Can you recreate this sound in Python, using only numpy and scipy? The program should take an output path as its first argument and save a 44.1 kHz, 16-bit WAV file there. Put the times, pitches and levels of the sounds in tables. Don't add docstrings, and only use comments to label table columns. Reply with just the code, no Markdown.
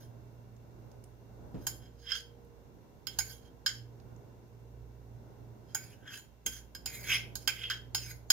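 import sys
import numpy as np
from scipy import signal
from scipy.fft import rfft, irfft, next_fast_len
from scipy.io import wavfile
from scipy.ndimage import uniform_filter1d

SR = 44100
rng = np.random.default_rng(int(sys.argv[2]) if len(sys.argv) > 2 else 0)


def store_pcm(level_fs):
    pcm = np.round(np.clip(level_fs, -1, 1) * 32767).astype(np.int16)
    wavfile.write(sys.argv[1], SR, np.atleast_2d(pcm).T)


def ratio_of_db(decibels):
    return 10 ** (np.asarray(decibels, float) / 20)


N = 367027
STEP = 32

# start in seconds, wall tone peak in dB, then rim tone, hollow and brightness
# in dB against the wall tone.
BLOWS = [(1.6684, -31.5, -14.5, -10.5, 1), (3.07, -35.5, -22, -4, -7.5), (3.1881, -29.5, -11, -9, 1.5),
         (3.6624, -22.5, -13.5, -10, -16.5), (5.7479, -38, -2, -4, 6.5), (6.4627, -34.5, -13, 0, 4.5),
         (6.75, -45, -4.5, -5, -2.5), (6.8591, -30.5, -20.5, -11.5, -5.5), (7.355, -36.5, -21.5, -17, -2),
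         (7.476, -25, -10.5, 2, -5.5), (7.7001, -30, -4, -6.5, -18), (7.9479, -26, -18, -7.5, -6.5),
         (8.303, -19.5, -16.5, -10.5, -6.5)]
CATCHES = [
    (2.1081, -45.5, -3.5, 8.5, -27),
    (2.119, -33.5, -9, -5.5, -23),
    (6.0777, -63, 15.5, 12, -23),
    (7.0989, -48, -11, 1, -9),
    (7.623, -55, -8, 9, -9),
]
# time in seconds, favoured hollow pitch in Hz, favoured wall pitch in Hz.
CONTACT = [(1.69, 3280, 6100), (1.86, 3230, 5010), (3.15, 3150, 5600), (3.2, 2170, 6070),
           (3.33, 3087, 6520), (3.6, 3150, 5060), (5.7, 3150, 5130), (5.77, 2300, 6000), (6.05, 2870, 6340),
           (6.5, 2770, 6060), (6.8, 2950, 5170), (6.95, 2080, 6970), (7.14, 2653, 5220), (7.4, 2780, 5900),
           (7.54, 2460, 5500), (7.67, 3130, 5270), (7.95, 3200, 5200), (8.12, 2230, 5760)]
PARTS_HZ = [1900, 3800, 5900, 8100]


def unit(x):
    return x / np.sqrt(np.mean(x ** 2) + 1e-20)


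def along(points, hz):
    f, v = np.transpose(points)
    return np.interp(np.log(hz + 1), np.log(f + 1), v)


def curves(rows, outside=None):
    s, *cols = np.transpose(rows)
    return np.array([np.interp(np.arange(N) / SR, s, c, outside, outside) for c in cols])


def stretched(slow):
    return np.repeat(slow, STEP, axis=-1)[..., :N]


def wobble(rate):
    knots = rng.standard_normal(int(N * rate / SR) + 2)
    return np.interp(np.arange(N) * rate / SR, np.arange(len(knots)), knots)


def held(start, hold, rise, fall):
    t = np.arange(0, N, STEP) / SR
    return -rise * np.maximum(start - t, 0) - fall * np.maximum(t - start - hold, 0)


def filtered(x, response):
    m = next_fast_len(N + SR // 2)
    return irfft(rfft(x, m) * response(np.fft.rfftfreq(m, 1 / SR)), m)[..., :N]


def ring(force, hz, t60):
    r, w = ratio_of_db(-60 / (t60 * SR)), 2 * np.pi * hz / SR
    return signal.lfilter([np.sin(w)], [1, -2 * r * np.cos(w), r * r], force)


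def favour(octaves):
    return ratio_of_db(-14 * np.minimum(octaves ** 2, 1))


def sides(lean_db, lead):
    left = ratio_of_db(lean_db / 2) * np.exp(.5j * lead)
    right = ratio_of_db(-lean_db / 2) * np.exp(-.5j * lead)
    return np.array([left, right])


def patchy(x, depth_db, centre_hz=None, octaves=1):
    hz, t, z = signal.stft(x, SR, nperseg=256)
    field = uniform_filter1d(rng.standard_normal(z.shape), size=3, axis=0)
    field = uniform_filter1d(field, size=14, axis=1)
    if centre_hz is not None:
        centre = np.interp(t, np.arange(len(centre_hz)) * STEP / SR, centre_hz)
        z = z * favour(np.log2((hz[:, None] + 1) / centre) / octaves)
    return signal.istft(z * ratio_of_db(depth_db * unit(field)), nperseg=256)[1][:N]


def rush(spectrum):
    # pitch in Hz, likeness of the two ports from 0 to 1 (below 0 counts as 0).
    alike = [(60, 0.03), (180, 0.71), (550, 0.38), (1650, -0.27), (4970, 0.0085), (15000, 0.039)]
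    # pitch in Hz, left over right in dB.
    port_lean = [(60, -19), (180, -1.5), (550, 0), (1650, 0), (4970, -3), (15000, -0.5)]

    def mid_side(hz):
        angle = np.arccos(np.clip(along(alike, hz), 0, 1)) / 2
        return ratio_of_db(along(spectrum, hz)) * np.array([np.cos(angle), np.sin(angle)])

    mid, side = filtered(rng.standard_normal((2, N)), mid_side)
    noise = np.array([mid + side, mid - side]) / np.std(mid)
    return filtered(noise, lambda hz: sides(along(port_lean, hz), 0))


def fridge():
    # time in seconds, motor in dB, second order in dB.
    hum = [(0.0, -66.5, -54), (1.27, -62, -55.5), (1.62, -55.5, -53), (2.08, -57.5, -65),
           (3.01, -76, -67.5), (3.22, -53.5, -49.5), (3.59, -63, -67), (3.78, -61.5, -53), (4.54, -63, -58),
           (4.77, -51, -53.5), (5.86, -71, -56), (6.37, -63, -72.5), (6.56, -54, -58), (6.72, -57.5, -69),
           (7.11, -52.5, -48.5), (7.48, -58, -57.5), (8.13, -52.5, -47), (8.32, -58.5, -57)]
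    # multiple of the motor speed, level in dB.
    overtones = [(4, -76), (7, -73.5)]
    # start in seconds, hold in seconds, level in dB.
    sings_at = [(0.394, 0.083, -87), (1.968, 0.61, -58), (3.244, 0.32, -61.5), (3.896, 0.47, -63),
                (4.72, .3, -63.5), (6.896, 0.3, -61), (7.6, 0.086, -60.5), (8.1, 0.082, -67)]
    # pitch in Hz, level in dB per Hz.
    rumble_colour = [(26, -29), (45, -13.5), (122, -4.5), (176, -10.5), (223, -9), (278, -11.5), (406, -12),
                     (1010, -23), (1170, -31), (1500, -27.5), (1950, -57), (3300, -120)]
    hiss_colour = [(470, -14), (800, -5.5), (1020, -1), (1230, -13.5), (1590, -9), (2290, -10.5),
                   (2730, -26.5), (3430, -13.5), (4830, -16.5), (6070, -13.5), (9100, -25), (15100, -15.5),
                   (15900, -32.5), (16500, -33)]
    motor_hz, rumble_level_db, hiss_db = 58.5, -59.5, -74
    sing_db_per_s = 67

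    first_db, second_db = curves(hum)
    swing_db = first_db + second_db - np.mean(first_db + second_db)
    rumble_db = rumble_level_db + 0.14 * swing_db + 2.5 * wobble(3.4)

    turn = 2 * np.pi * np.cumsum(motor_hz + 0.2956 * wobble(3)) / SR
    tone = ratio_of_db(first_db + 2.0) * np.sin(turn)
    tone += ratio_of_db(second_db + 2.5 + 2.44 * wobble(6)) * np.sin(2 * turn + 0.23 * wobble(8.9))
    sings = sum(ratio_of_db(db + held(s, hold, sing_db_per_s, sing_db_per_s)) for s, hold, db in sings_at)
    tone += stretched(sings) * ratio_of_db(-4.5 + 1.5 * wobble(5.1)) * np.sin(8 * turn)
    for order, db in overtones:
        tone += ratio_of_db(db + 3 * wobble(1.8)) * np.sin(order * turn)

    hiss = ratio_of_db(hiss_db + 0.27 * (rumble_db - rumble_db.mean())) * rush(hiss_colour)
    hiss += ratio_of_db(hiss_db - 9) * unit(ring(rng.standard_normal((2, N)), 2750, 0.016))
    return tone * ratio_of_db([[-3], [2.4]]) + ratio_of_db(rumble_db + 1.0) * rush(rumble_colour) + hiss


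def drags():
    # start in seconds, hold in seconds, wall tone in dB,
    # then rim tone and hollow in dB against it.
    stroke_rows = [(0.0, .03, -56.5, -8, -11.5), (1.635, 0.0072, -59, -11, -8),
                   (1.82, 0.038, -66.5, 0, -0.5), (2.02, 0.029, -60, -19, -17),
                   (2.105, 0.018, -46.5, 7, 6.5), (2.165, 0.015, -42, -16, -7),
                   (3.13, 0.064, -60.5, -3.5, -5), (3.269, 0.067, -49, -11.5, -6.5),
                   (3.438, 0.035, -67, -6, -3), (3.701, 0.014, -43, -5, -10.5),
                   (3.78, 0.016, -61.5, -16, -6), (5.705, 0.044, -62, -7.5, -6.5),
                   (5.82, 0.099, -55.5, -3, 0.5), (6.087, .03, -64, 23, 16.5),
                   (6.13, 0.06, -48.5, -4, -2.5), (6.531, 0.044, -45, -7, -4), (6.912, 0.061, -49.5, -7, 2),
                   (7.0, 0.088, -48.5, -11, -15), (7.094, 0.0058, -43, -0.5, 4),
                   (7.13, 0.031, -33, -11, 11), (7.43, 0.011, -57, -14, -7), (7.56, 0.22, -54, -3, 13.5),
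                   (7.701, 0.0041, -36, 4.5, 4.5), (8.019, 0.094, -43, -13, -8.5)]
    skid_db = [-10, -5, -13, -18]
    press_db_per_s, lift_db_per_s = 345.5, 380
    skid_after_s, skid_fall_db_per_s = 0.011, 376
    edge_hz, edge_db_per_octave = 7310, 27

    t = np.arange(0, N, STEP) / SR
    pressure = np.zeros((4, len(t)))
    for s, hold, db, rim_db, hollow_db in stroke_rows:
        level_db = np.c_[[db + rim_db, db + hollow_db, db, db]]
        last_blow = max([0] + [row[0] for row in BLOWS if row[0] < s])
        next_blow = min([N / SR] + [row[0] for row in BLOWS if row[0] > s])
        free = (t - .004 >= last_blow) & (t < next_blow)
        pressure += ratio_of_db(level_db + held(s, hold, press_db_per_s, lift_db_per_s)) * free
    wall_hz = curves(CONTACT)[1, ::STEP]
    pressure[3] *= ratio_of_db(edge_db_per_octave * np.log2(wall_hz / edge_hz))
    for s, db, rim_db, hollow_db, bright_db in BLOWS + CATCHES:
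        level_db = db + np.c_[np.add(skid_db, [rim_db, hollow_db, 0, bright_db])]
        pressure += ratio_of_db(level_db + held(s + skid_after_s, 0, 9000, skid_fall_db_per_s))

    pressure = uniform_filter1d(stretched(pressure), size=300)
    clumps = ratio_of_db(1.5 * rng.exponential(size=N) + 2.5 * wobble(160) + 2 * wobble(45))
    return pressure * unit(clumps * rng.standard_normal((4, N)))


def ringing(hit, rub):
    bowl_hz = [1475, 1553, 1635, 1740, 2100, 2230, 2395, 2545, 2945, 3165, 3198, 4550, 5045, 5105, 5270,
               6585, 6990, 7190]
    # level in dB, time to fall 60 dB in seconds.
    bowl_ring = [(-23.5, 0.0539), (7, 0.042), (-5, 0.047), (-14, .05), (0.5, 0.036), (-3.5, 0.051),
                 (-15.5, 0.0698), (-17.5, 0.03), (-16, 0.017), (-7.5, 0.01), (-2, 0.051), (-8, 0.017),
                 (-10.5, 0.041), (-9, 0.082), (-15, 0.017), (-2.5, 0.024), (-10, 0.15), (-4.5, 0.027)]
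    # pitch in Hz, level in dB, time to fall 60 dB in seconds.
    spoon = [(9420, -19, .04), (10020, -17, .04), (11150, -17, .04), (11800, -16, .04), (12680, -15, .05),
             (13900, -18, .04), (15440, -16, .05)]

    rasp = ratio_of_db([[-23], [-22], [-23], [-23], [-26]]) * rub
    hollow_hz, wall_hz = curves(CONTACT)[:, ::STEP]
    modes = [(hz, *rest) for hz, rest in zip(bowl_hz, bowl_ring)] + spoon
    drift = uniform_filter1d(rng.standard_normal((2, len(modes), len(wall_hz))), size=110)
    lucks = unit(drift[0])
    aims = unit(uniform_filter1d(drift[1], size=400))

    both, apart = np.zeros((2, N))
    for (hz, db, t60), luck, aim in zip(modes, lucks, aims):
        part = np.searchsorted(PARTS_HZ, hz)
        from_rim = np.log2(hz / 1690) / 0.18
        from_hollow = np.log2(hz / hollow_hz) / .25
        from_wall = np.log2(hz / wall_hz) / .2
        distance = [from_rim, from_hollow, from_wall, from_wall, 0][part]
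        dragged = ratio_of_db(db + 3.6 * luck) * favour(distance)
        struck = ratio_of_db(db - 4 + 2 * luck) * favour(np.log2(hz / 3180) / .4 * (part == 1))
        tone = ring(stretched(struck) * hit[part] + stretched(dragged) * rasp[part], hz, t60)
        both += tone
        apart += tone * stretched(.45 * np.tanh(aim))
    return filtered(np.array([both, apart]), lambda hz: (1j * hz / (1100 + 1j * hz)) ** 3)


def contact_noise(hit, rub):
    # pitch in Hz, level in dB per Hz.
    grit_colour = [(350, -37.5), (600, -25), (1230, -10), (3170, -7.5), (3960, -7.5), (5150, -7.5),
                   (5750, -9), (6790, -7.5), (8250, -16.5), (10000, -13), (15400, -16.5), (16500, -50.5)]

    def bands(hz):
        above = [1 / (1 + (edge / (hz + 1)) ** 16) for edge in PARTS_HZ]
        return -np.diff([hz ** 0, *above, 0 * hz], axis=0) * ratio_of_db(along(grit_colour, hz))

    def grit_bands(hz):
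        return bands(hz) / (1 + (1150 / (hz + 1)) ** 4)

    click = filtered(ratio_of_db([[21], [19], [22], [19], [30]]) * hit, bands).sum(0)
    grit = filtered(ratio_of_db([[-3], [6], [5], [3], [14]]) * rub, grit_bands)
    hollow_hz = curves(CONTACT)[0, ::STEP]
    noise = click + patchy(grit[[0, 2, 3, 4]].sum(0), depth_db=6.0)
    noise += patchy(grit[1], depth_db=7.5, centre_hz=hollow_hz, octaves=0.32)
    return noise + ratio_of_db(-16) * ring(hit[3], 830, .022)


def ticks():
    # start in seconds, peak in dB, pitch in Hz.
    snaps = [
        (0.5644, -59.5, 7030),
        (0.9157, -53, 5600),
        (1.04, -47.5, 9100),
        (2.4478, -62, 11600),
        (4.0002, -57, 4960),
        (4.163, -57.5, 7100),
    ]
    out, t = np.zeros(N + SR), np.arange(SR // 4) / SR
    for s, db, hz in snaps:
        snap = ratio_of_db(-60 * t / 0.023) * rng.standard_normal(len(t))
        out[round(s * SR):][:len(t)] += ratio_of_db(db - 8.0) * ring(snap, hz, 0.0011)
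    return out[:N]


def thuds():
    # start in seconds, peak in dB, time to fall 60 dB in seconds (held to at most 0.35).
    pushes = [
        (1.542, -27, 1.2),
        (3.184, -48, 2.0),
        (6.458, -34.5, 0.3),
        (7.947, -44.5, 0.82),
    ]
    out, t = np.zeros(N + SR), np.arange(SR // 4) / SR
    for s, db, t60 in pushes:
        puff = ratio_of_db(-60 * t / np.clip(t60, .03, .35)) * (1 - np.exp(-t / .002))
        dull = unit(ring(ring(rng.standard_normal(len(t)), 150, .012), 480, 0.014))
        rough = unit(np.gradient(ring(rng.standard_normal(len(t)), 700, 0.006)))
        out[round(s * SR):][:len(t)] += puff * (ratio_of_db(db - 11) * dull + ratio_of_db(db - 28.5) * rough)
    return out[:N]


def blows():
    edge_under_db = 4
    force, t = np.zeros((5, N + SR)), np.arange(SR // 10) / SR
    for s, db, rim_db, hollow_db, bright_db in BLOWS + CATCHES:
        fade = 0.41 * ratio_of_db(-60 * t / 0.019) + 0.29 * ratio_of_db(-60 * t / 0.082)
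        jolt = fade * rng.standard_normal(len(t))
        jolt[0] = 1
        parts_db = [rim_db - 6.5, hollow_db - 7, -6, bright_db - 7, bright_db - edge_under_db - 3.5]
        parts = ratio_of_db(db + np.array(parts_db))
        force[:, round(s * SR):][:, :len(t)] += parts[:, None] * jolt
    return force[:, :N]


def bowl():
    # time in seconds, left over right in dB.
    sway = [(1.5, 0.5), (2.14, -6.5), (2.3, -5.5), (3.44, -9), (3.49, -3), (7.31, -2.0), (7.33, -8),
            (8.24, 0.5), (8.32, -3.5)]
    hit = blows()
    rub = drags()[[0, 1, 2, 2, 3]]
    both, apart = ringing(hit, rub)
    both += contact_noise(hit, rub)
    pan_db = curves(sway)[0]
    pan_db = 0.391 * (pan_db - pan_db.mean()) + 0.7
    return np.array([both + apart, both - apart]) * ratio_of_db([pan_db, -pan_db])


def kitchen(x):
    # pitch in Hz, time to fall 60 dB in seconds.
    echo_times = [(300, 0.13), (2000, 0.37), (6000, 0.27), (15000, 0.35)]
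    hz, t, z = signal.stft(rng.standard_normal((2, SR // 2)), SR, nperseg=256)
    fade = ratio_of_db(-60 * t / along(echo_times, hz)[:, None])
    tail = signal.istft(z * fade, SR, nperseg=256)[1]
    tail = tail / np.linalg.norm(tail[0])
    late = np.pad(x, (200, 0))[None]
    return signal.fftconvolve(late, tail, axes=1)[:, :N]


def scene():
    # pitch in Hz, left over right in dB.
    bowl_lean = [(60, -6), (130, -3), (290, 2), (640, 6), (1410, -3.5), (3100, -4.5), (6820, -8),
                 (15000, -1)]
    # pitch in Hz, left ahead of right in radians.
    bowl_lead = [(0, 2.5), (2240, 0.736), (4480, -2.5), (6460, -13), (7060, -3.5), (8870, -12.5),
                 (10100, -3), (11300, 8), (12600, 6), (16500, 14.5)]
    # pitch in Hz, width in Hz, depth from 0 to 1.
    notch_hz, width_hz, depth = (8250, 1200, .93)

    def notch(hz):
        band = 1j * hz * width_hz
        return 1 - depth * band / (notch_hz * notch_hz - hz * hz + band)

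    near = filtered(bowl() + ticks() + thuds(), notch)
    direct = filtered(near, lambda hz: sides(along(bowl_lean, hz), along(bowl_lead, hz)))
    return direct + ratio_of_db(-9) * kitchen(near.mean(0)) + fridge()


def band_limit(x):
    return signal.sosfilt(signal.butter(12, 16880, fs=SR, output="sos"), x)


def record(dry):
    mix = filtered(dry, lambda hz: 1 - .9 / (1 + (15950 / (hz + 1)) ** 120))
    return band_limit(mix)


dry = scene()
out = record(dry)
store_pcm(out)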